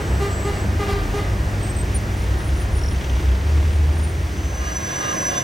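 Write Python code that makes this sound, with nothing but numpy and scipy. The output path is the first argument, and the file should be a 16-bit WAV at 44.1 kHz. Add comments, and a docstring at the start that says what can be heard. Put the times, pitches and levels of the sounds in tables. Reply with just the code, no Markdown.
"""Short horn toots sound over the throb of diesel trucks crawling through a bend on a forest road.
The exhaust notes beat against each other over engine clatter and tyre noise; the trees scatter the
trumpet horn back as an echo. Brakes squeak by stick-slip friction, and loose metal clinks.
At the end two buzzy disc horns answer each other while one truck rolls close,
its brake shoes driving a drum into a loud squeal."""
import sys
import numpy as np
from scipy import signal
from scipy.fft import rfft, irfft
from scipy.io import wavfile
from scipy.ndimage import uniform_filter1d

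SR = 44100
rng = np.random.default_rng(int(sys.argv[2]) if len(sys.argv) > 2 else 0)


def wav_out(sig):
    """Save sig, one row per channel (or a flat mono array), as 16-bit PCM at SR to the path in sys.argv[1]."""
    wavfile.write(sys.argv[1], SR, np.round(np.clip(np.atleast_2d(sig).T, -1, 1) * 32767).astype(np.int16))


N = 239797
T = np.arange(N) / SR
NEAREST_S, CLOSE_REACH_S = 5.2, 0.34  # close truck: nearest moment, least distance divided by speed

# engine speed of the truck that pulls away (time [s], firing rate [Hz])
PULLING_SPEED = [(0, 57.03), (1.3, 55), (2.28, 58.25), (2.42, 68.9), (2.7, 59.3), (2.95, 61.8),
                 (3.06, 67.7), (3.16, 60.4), (3.25, 67.4), (3.34, 62.3), (3.47, 74.52), (3.95, 76.14),
                 (4.38, 86.54)]
# parts of the close truck's sound, name: base level [dB]
CLOSE_LEVELS = {"engine": -40, "rumble": -40, "body": -34.5, "roar": -38, "hiss": -35, "rub": -27, "shoes":
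                -40.5, "squeal": -29}


def undb(db):
    """Amplitude ratio of a level in decibels."""
    return 10 ** (np.asarray(db) / 20)


def unit(x):
    """Normalisation to rms 1."""
    return x / np.sqrt(np.mean(x ** 2) + 1e-18)


def curves(table):
    """Linear interpolation of a table's columns in time."""
    times, *columns = np.transpose(table)
    return [np.interp(T, times, column) for column in columns]


def gain_at(hz, points):
    """Spectral envelope: gain between (frequency, level [dB]) points on a logarithmic axis."""
    f, db = np.transpose(points)
    return undb(np.interp(np.log(hz + 1e-9), np.log(f), db))


def walk(rate):
    """Smooth random fluctuation of rms 1: values held for 1 / rate seconds, then averaged twice."""
    hold = max(int(SR / rate), 2)
    steps = np.repeat(rng.standard_normal(N // hold + 1), hold)
    return unit(uniform_filter1d(uniform_filter1d(steps, hold), hold)[:N])


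def gate(t, length, attack, release):
    """Exponential onset from t = 0 and exponential decay after the length."""
    return (1 - np.exp(-np.maximum(t, 0) / attack)) * np.exp(-np.maximum(t - length, 0) / release)


def boost(bursts, attack, release):
    """Amplitude modulation: gain rises above 1 for each (time [s], length [s], boost [dB])."""
    return undb(sum(db * gate(T - s, length, attack, release) for s, length, db in bursts))


def add(out, start, length, sound):
    """Superposition of sound(t) on out, from the start time for the length."""
    span = (T >= start) & (T < start + length)
    out[span] += sound(T[span] - start)


def place(x, pan_db=0, lag_s=0):
    """Interaural level and time differences: the left is louder by pan_db and later by lag_s."""
    left, right = x * undb(np.array([[pan_db], [-pan_db]]) / 2)
    delay = np.exp(-2j * np.pi * np.arange(N // 2 + 1) * SR / N * lag_s)
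    return np.array([irfft(rfft(left) * delay, N) if lag_s else left, right])


def stereo_noise(response):
    """Mid-side mixing: noise of a given frequency response whose stereo width varies by band."""
    # stereo width as microphone and coder colour it (frequency [Hz], side minus mid [dB])
    width = [(60, -26), (110, -15), (200, -13.5), (380, -14.5), (700, -8.5), (1150, -6), (1550, 7.5),
             (2200, -10), (3300, -6.5), (4200, -57), (5400, -58), (6300, -17), (7400, 8.5), (8400, -11),
             (9600, 0), (11200, 14), (13000, -1), (14300, -24), (16000, -12)]
    hz = np.arange(N // 2 + 1) * SR / N
    mid, side = rfft(rng.standard_normal((2, N))) * response(hz)
    side = side * gain_at(hz, width)
    return unit(irfft(np.array([mid + side, mid - side]), N))


def coloured(points):
    """Stereo noise shaped by a spectral envelope."""
    return stereo_noise(lambda hz: gain_at(hz, points))


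def ringing(modes):
    """Resonance under random excitation: noise with a Lorentzian peak for each mode."""
    return stereo_noise(lambda f: sum(undb(db) / (1 + (2 * (f - hz) / width) ** 2)
                                      for hz, width, db in modes))


def trees(x, wet_db, t60, delay):
    """Scattering: trunks and banks return a sound as a diffuse, dull tail."""
    tail = coloured([(100, -4), (1300, 5.5), (4000, 8.0), (16000, -16.0)])
    tail *= gate(T - delay, 0, 0.018, t60 / np.log(1000))
    tail = tail[:, :SR] / np.sqrt(np.sum(tail ** 2) / 2)
    return undb(wet_db) * signal.fftconvolve(x[None], tail, axes=1)[:, :N]


def passing(nearest_s, reach_s):
    """Spherical spreading: gain 1 when nearest, 3 dB down reach_s before and after."""
    return 1 / np.hypot(1, (T - nearest_s) / reach_s)


def queued(name):
    """Inverse-distance gain of a source in the queue, raised by its bursts of throttle."""
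    # name: (level [dB], nearest time [s], half-width of the swell [s])
    passes = {"cruising": (-24, 1, 1.26), "pulling": (-25, 3.9, 1.62), "labouring": (-26, 2.6, 5),
              "slowing": (-27.5, 4.325, 0.42), "drone": (-34, 2.2, 1.8), "rumble": (-26.5, 6.8, 5.4)}
    # bursts of throttle, name: (time [s], length [s], boost [dB])
    throttle = {"pulling": [(1.22, 0.19, 8), (1.77, 0.069, 9.5), (2.18, 0.18, 9), (2.48, 0.051, 6.5),
                (3.04, 0.11, 9.5), (3.21, 0.077, 10), (3.42, 0.49, 9)], "labouring": [(.07, 0.074, 16),
                (.64, 0.074, 11.5), (2.7, 0.11, 10)], "drone": [(.88, 0.22, 9.5), (2.68, 0.22, 8)]}
    db, nearest_s, reach_s = passes[name]
    surge = boost(throttle.get(name, []), attack=0.033, release=0.12)
    return undb(db) * passing(nearest_s, reach_s) * surge


def close_truck(part):
    """Inverse-distance gain of one part of the close truck, fading in as it rounds the bend."""
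    arrives_s = 4.33
    emerging = gate(T - arrives_s, T[-1], 0.33, 1)
    return undb(CLOSE_LEVELS[part]) * passing(NEAREST_S, CLOSE_REACH_S) * emerging


def diesel_knock():
    """Impulsive combustion: clatter pulses at every other firing, hardest as the truck starts to pull."""
    firing_hz, = curves(PULLING_SPEED)
    cycle = np.cumsum(firing_hz) / SR / 2
    strength = undb(1.8 * rng.standard_normal(N // 100))[cycle.astype(int)]
    pulses = unit(strength * np.exp(-(cycle % 1) / 0.5))
    clatter = coloured([(300, -7), (900, 11), (2200, 1.5), (3300, 4.5), (4500, -2.5), (6000, -5.0),
                        (8000, -35.0), (15000, -55)])
    return clatter * pulses * undb(-40.5) * passing(nearest_s=3.25, reach_s=0.65)


def traffic_noise():
    """Incoherent sources add in power: engine and road noise of the receding queue and close truck."""
    # spectra of engine rumble, engine body and tyre roar (frequency [Hz], spectral density [dB])
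    rumble_spectrum = [(20, -50), (30, -32), (42, -19), (58, 11.5), (85, 12.5), (110, 5.5), (150, 1),
                       (260, -82)]
    body_spectrum = [(70, -10.5), (125, 1.5), (160, -2.5), (240, -7), (330, -3), (400, -7.5), (520, -13),
                     (900, -71)]
    roar_spectrum = [(250, -6), (420, -3), (620, 1.5), (820, -2), (1100, -6.5), (1350, -8.5), (1900, -8),
                     (3500, -57)]
    # road hiss, with microphone processing's notches near 7.4 and 11 kHz (frequency [Hz], density [dB])
    hiss_spectrum = [(700, -22), (1200, -1), (1450, -7), (2000, 3.5), (2900, -1), (3900, -6), (5800, -5),
                     (6900, -8), (7450, -14), (8200, -9), (9700, -13), (11200, -27), (12800, -17),
                     (14200, -15.5), (16000, -17)]
    queue = gate(T, length=4.35, attack=0.0017, release=0.59)
    rumble = coloured(rumble_spectrum) * np.hypot(queued("rumble") * queue, close_truck("rumble"))

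    def band(part, spectrum, start_db, fall_db_per_s, fade=1):
        receding = undb(start_db - fall_db_per_s * T) * fade
        return coloured(spectrum) * np.hypot(receding, close_truck(part))
    body = band("body", body_spectrum, -29.5, 0.61, queue) * undb(0.24 * walk(13))
    roar = band("roar", roar_spectrum, -32, 1.24) * undb(0.53 * walk(18))
    hiss = band("hiss", hiss_spectrum, -37, 0.5) * undb(0.53 * walk(14))
    return rumble + body + roar + hiss


def exhaust(speed, orders, uneven_db, wander):
    """Periodic firing radiates engine orders; the firings vary in strength and timing."""
    hz, = curves(speed)
    phase = 2 * np.pi * np.cumsum(hz * (1 + wander * walk(25.0))) / SR
    note = sum(undb(db + uneven_db * walk(21.86)) * np.sin(k * phase + rng.uniform(0, 2 * np.pi))
               for k, db in orders)
    start, end = speed[0][0], speed[-1][0]
    return np.sqrt(2) * note * gate(T - start, end - start, attack=.03, release=.055)


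def engines():
    """Beating: six low exhaust notes interfere where their frequencies lie close together."""
    # engine speeds (time [s], firing rate [Hz])
    cruising_speed = [(0, 97.3), (.5, 97.7), (1.4, 100), (2.6, 98.74), (3.1, 95.63), (4.55, 94.4)]
    labouring_speed = [(0, 64.6), (1.05, 75.04), (2.2, 70.02), (4.4, 71.7), (4.64, 70.5)]
    slowing_speed = [(3.6, 60.44), (4.3, 60.85), (4.68, 59.1)]
    drone_speed = [(.25, 45.8), (1.7, 40.1), (2.05, 36.7), (2.6, 46.5), (3.1, 34.92), (3.5, 40.8), (4, 42)]
    close_speed = [(4.4, 96.1), (4.8, 98.2), (5.44, 96.9)]
    # orders of the cruising truck and the close six-cylinder (multiple of firing rate, level [dB])
    cruising_orders = [(1, -2.5), (2, -13), (3, -28)]
    close_orders = [(2 / 3, 0.75), (1, 0), (4 / 3, -1.9), (5 / 3, -1.4), (2, 0.5)]
    cruising = exhaust(cruising_speed, cruising_orders, uneven_db=2, wander=0.0056) * queued("cruising")
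    pulling = exhaust(PULLING_SPEED, [(1, -1), (2, -22)], 0.5, 0.0058) * queued("pulling")
    labouring = exhaust(labouring_speed, [(1, -4.5), (2, -25)], 2.5, 0.0059) * queued("labouring")
    slowing = exhaust(slowing_speed, [(0.96, 0)], 2, 0.0094) * queued("slowing")
    drone = exhaust(drone_speed, [(1, 0)], -1, 0.0065) * queued("drone")
    drone_hz, = curves(drone_speed)
    drone *= undb(0.6 * (drone_hz - drone_hz.mean()))  # louder with its revs
    close = exhaust(close_speed, close_orders, 4, 0.0056) * close_truck("engine")
    return place(cruising + pulling + labouring + slowing + drone + close, pan_db=0.1)


def clinks():
    """Damped resonance: loose metal on the shaking truck rings briefly at each impact."""
    # modes of the metal (frequency [Hz], bandwidth [Hz], level [dB])
    modes = [(2980, 760, -1), (6000, 600, -5)]
    # impacts (time [s], level [dB])
    impacts = [(2.958, -38), (3.011, -41), (3.041, -34.5), (3.095, -35.5), (3.152, -37), (3.182, -43),
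               (3.288, -40)]
    return ringing(modes) * sum(undb(db) * gate(T - s, .004, 0.00098, 0.0056) for s, db in impacts)


def trill():
    """Stick-slip motion of a part gives a quick run of falling chirps."""
    # chirps (time [s], level [dB])
    chirps = [(2.767, -44), (2.789, -38), (2.812, -38.5), (2.835, -30), (2.859, -30.5), (2.884, -31),
              (2.909, -38)]
    out = np.zeros(N)
    for s, db in chirps:
        def chirp(t):
            hz = np.interp(t, [0, .008], [5720, 5350])
            return np.sin(2 * np.pi * np.cumsum(hz) / SR) * undb(db) * gate(t, .006, .0012, .001)
        add(out, s, .015, chirp)
    return out


def squeaks():
    """Friction-induced vibration: lightly touching brakes sing high notes, with the trill in between."""
    # squeaks (time [s], length [s], start pitch [Hz], settling pitch [Hz], level [dB], roughness)
    touches = [(-.02, .36, 7900, 7700, -46.5, .3), (.282, .2, 7690, 7720, -39.5, .25),
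               (.51, .12, 7800, 7750, -42.5, .4), (1.585, .12, 8300, 8200, -36.5, 1),
               (1.75, .065, 8200, 8160, -33, 1), (1.943, .026, 9450, 9140, -24.5, .5),
               (2.155, .08, 9660, 9680, -45, 1), (2.37, .11, 9740, 9670, -42, 1),
               (2.52, .1, 9640, 9670, -43, 1), (2.712, .092, 9660, 9670, -41, .8),
               (2.81, .12, 9660, 9660, -43.5, .8), (3.697, .066, 9100, 9050, -47, 1),
               (3.89, .2, 9000, 9060, -42.5, 1.2)]
    out = np.zeros(N)
    waver = 32 * walk(350)
    flutter = 3.2 * walk(170) + 1.8 * walk(50)
    for s, length, start_hz, end_hz, db, rough in touches:
        def squeak(t):
            waver_hz = rough * np.interp(s + t, T, waver)
            flutter_db = rough * np.interp(s + t, T, flutter)
            hz = end_hz + (start_hz - end_hz) * np.exp(-3 * t / length) + waver_hz
            swell = gate(t, length, min(length / 3.5, .04), min(length / 4, .022))
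            return np.sin(2 * np.pi * np.cumsum(hz) / SR) * undb(db) * swell * unit(undb(flutter_db))
        add(out, s, length + .1, squeak)
    out += trill()
    return place(out, pan_db=.2, lag_s=.00002) + trees(out, wet_db=-14, t60=.12, delay=.002)


def horn_tone(t, hz, gains, rough):
    """Harmonic series of a buzzing diaphragm: firm fundamental, fluttering overtones, unsteady pitch."""
    phase = 2 * np.pi * hz * np.cumsum(1 + rough * walk(252)[:len(t)]) / SR
    k = np.arange(len(gains))[:, None] + 1
    lowpass = signal.butter(2, 55, fs=SR, output="sos")
    flutter = unit(signal.sosfilt(lowpass, rng.standard_normal((len(gains), len(t)))))
    depth = 45 * rough * (1 - 1 / k)
    build = 1 + (1 / k - .5) * np.exp(-t / 0.028)  # the fundamental speaks before the overtones
    partials = np.sin(k * phase + rng.uniform(0, 2 * np.pi, k.shape))
    return unit(gains @ (build * (1 + depth * flutter) * partials))


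def disc_horns():
    """Two raspy horns alternate; destructive interference from the road notches one band of each toot."""
    # toots (time [s], length [s], horn, level [dB], notch frequency [Hz])
    toots = [(4.595, .125, "high", -36.5, 3470), (4.85, .135, "low", -38, 4450),
             (4.995, .135, "high", -30.5, 4620), (5.275, .135, "low", -32.5, 4450)]
    # horn: pitch [Hz]
    pitch = {"high": 408.2, "low": 353.8}
    # harmonics, horn: (harmonic number, level [dB])
    harmonics = {"high": [(1, -11), (2, -20), (3, 1.5), (4, -4), (5, -6), (6, -18), (7, -5), (8, -11),
                 (9, -10), (10, -13), (11, -10), (12, -18), (20, -28)], "low": [(1, -7), (2, 0), (3, -6),
                 (4, -10), (5, -10), (7, -15), (8, -4.5), (9, -11), (10, -7), (11, -18), (13, -13),
                 (14, -12), (20, -27)]}
    notch_db, notch_width_hz = -15, 520
    out, k = np.zeros(N), np.arange(20) + 1
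    for s, length, horn, db, notch_hz in toots:
        def toot(t):
            notch = undb(notch_db / (1 + (2 * (k * pitch[horn] - notch_hz) / notch_width_hz) ** 4))
            tone = horn_tone(t, pitch[horn], notch * gain_at(k, harmonics[horn]), rough=.003)
            return tone * undb(db) * gate(t, length, 0.0037, 0.0027)
        add(out, s, 2 * length, toot)
    return place(out, lag_s=0.00026) + trees(out, wet_db=-13, t60=0.14, delay=0.015)


def trumpet_horn():
    """Flare resonance gives a brassy formant to the short toots of two slightly mistuned trumpets."""
    # toots (time [s], length [s], pitch [Hz], level [dB], second trumpet [dB],
    # formant frequency [Hz], formant gain [dB], pitch jitter [fraction])
    toots = [(-.03, .046, 413, -30.5, -6, 2000, 3, .009), (.198, .06, 404, -23, -11, 1200, 2, .007),
             (.444, .052, 406, -23.5, -11, 1200, 2.5, .007), (.791, .049, 407, -23.5, -8, 2038, 6, .007),
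             (.876, .052, 402, -24, -4, 810, 1, .013), (.94, .036, 404, -32.5, -12, 1300, 9, .009),
             (1.134, .064, 409.4, -24.5, -8, 2010, 3.5, .009)]
    # harmonics of each trumpet (harmonic number, level [dB])
    first_harmonics = [(1, 0), (2, -14), (3, -8.5), (4, -20), (5, -16), (6, -23), (7, -20), (9, -23),
                       (14, -27), (36, -41)]
    second_harmonics = [(1, -10), (2, 0), (3, -7), (4, -12), (5, -14), (6, -13), (8, -18), (10, -18),
                        (14, -24), (36, -38)]
    formant_width_hz, sag_db_per_s = 1300, 28  # the air pressure sags while the valve is open
    out, k = np.zeros(N), np.arange(36) + 1
    for s, length, hz, db, second_db, formant_hz, formant_db, rough in toots:
        def toot(t):
            formant = undb(formant_db / (1 + (2 * (k * hz - formant_hz) / formant_width_hz) ** 2))
            first = horn_tone(t, hz, formant * gain_at(k, first_harmonics), rough)
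            second = horn_tone(t, hz * .972, formant * gain_at(k, second_harmonics), 2 * rough)
            envelope = undb(db - sag_db_per_s * t) * gate(t, length, 0.0056, 0.02)
            return (first + undb(second_db) * second) * envelope
        add(out, s, 2 * length + .1, toot)
    # the flares beam the upper harmonics at the trees, so the echo is thinner
    beamed = signal.sosfilt(signal.butter(1, 450, "high", fs=SR, output="sos"), out)
    return place(out) + trees(beamed, wet_db=-7.5, t60=0.38, delay=0.028)


def close_brakes():
    """Self-excited vibration: the brakes hiss, the chassis rings and one drum mode squeals."""
    # squealing mode (time [s], pitch [Hz])
    squeal_pitch = [(4.25, 6140), (4.4, 6090), (4.58, 6065), (4.65, 6030), (4.72, 5985), (5.0, 5962),
                    (5.28, 5980), (5.44, 6015)]
    # fits in which the shoes bite harder (time [s], length [s], boost [dB])
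    bites = [(4.29, .1, 2), (4.43, .035, 3), (4.575, .025, 4), (4.635, .028, 4), (4.708, .03, 4.5),
             (4.745, .028, 8.5), (4.83, .055, 3), (4.945, .03, 3.5), (5.09, .06, 3), (5.175, .125, 5),
             (5.37, .055, 5)]
    # modes of drums and chassis (frequency [Hz], bandwidth [Hz], level [dB])
    chassis_modes = [(306, 70, 0.5), (574, 140, 2.5), (754, 29, 1), (1068, 80, 2), (1643, 154, -2.5),
                     (2024, 70, -4.5), (2860, 150, -29)]
    # brake hiss, with microphone processing's notches near 7.4 and 11 kHz (frequency [Hz], density [dB])
    hiss_spectrum = [(3500, -28), (5500, 5), (6500, 5), (7450, -24), (8400, 0), (9800, -8), (11000, -43),
                     (16000, -30)]
    hz, = curves(squeal_pitch)
    tone = np.sqrt(2) * np.sin(2 * np.pi * np.cumsum(hz + 20 * walk(260)) / SR)
    grip = unit(undb(2.8 * walk(130) + .9 * walk(45)))
    rasp = undb(-13) * ringing([(5950, 340, 0)])
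    pressure = gate(T - squeal_pitch[0][0], T[-1], 0.48, 1) * boost(bites, attack=0.0037, release=0.0048)
    gain = undb(CLOSE_LEVELS["squeal"]) * passing(NEAREST_S, CLOSE_REACH_S)
    squeal = place((tone + rasp) * grip * pressure * gain, pan_db=-0.5, lag_s=.00002)
    rub = place(ringing(chassis_modes) * close_truck("rub"), pan_db=-4.5, lag_s=0.00058)
    hiss = coloured(hiss_spectrum) * close_truck("shoes")
    return hiss + squeal + rub


def scene():
    """Linear superposition of everything on the road."""
    trucks = engines() + traffic_noise() + diesel_knock() + clinks()
    return trucks + trumpet_horn() + disc_horns() + close_brakes() + squeaks()


def record(dry):
    """Band limiting: a steep low-pass removes the treble above 15850 Hz."""
    return signal.sosfilt(signal.ellip(10, .2, 80, 15850, fs=SR, output="sos"), dry)


dry = scene()
out = record(dry)
wav_out(out)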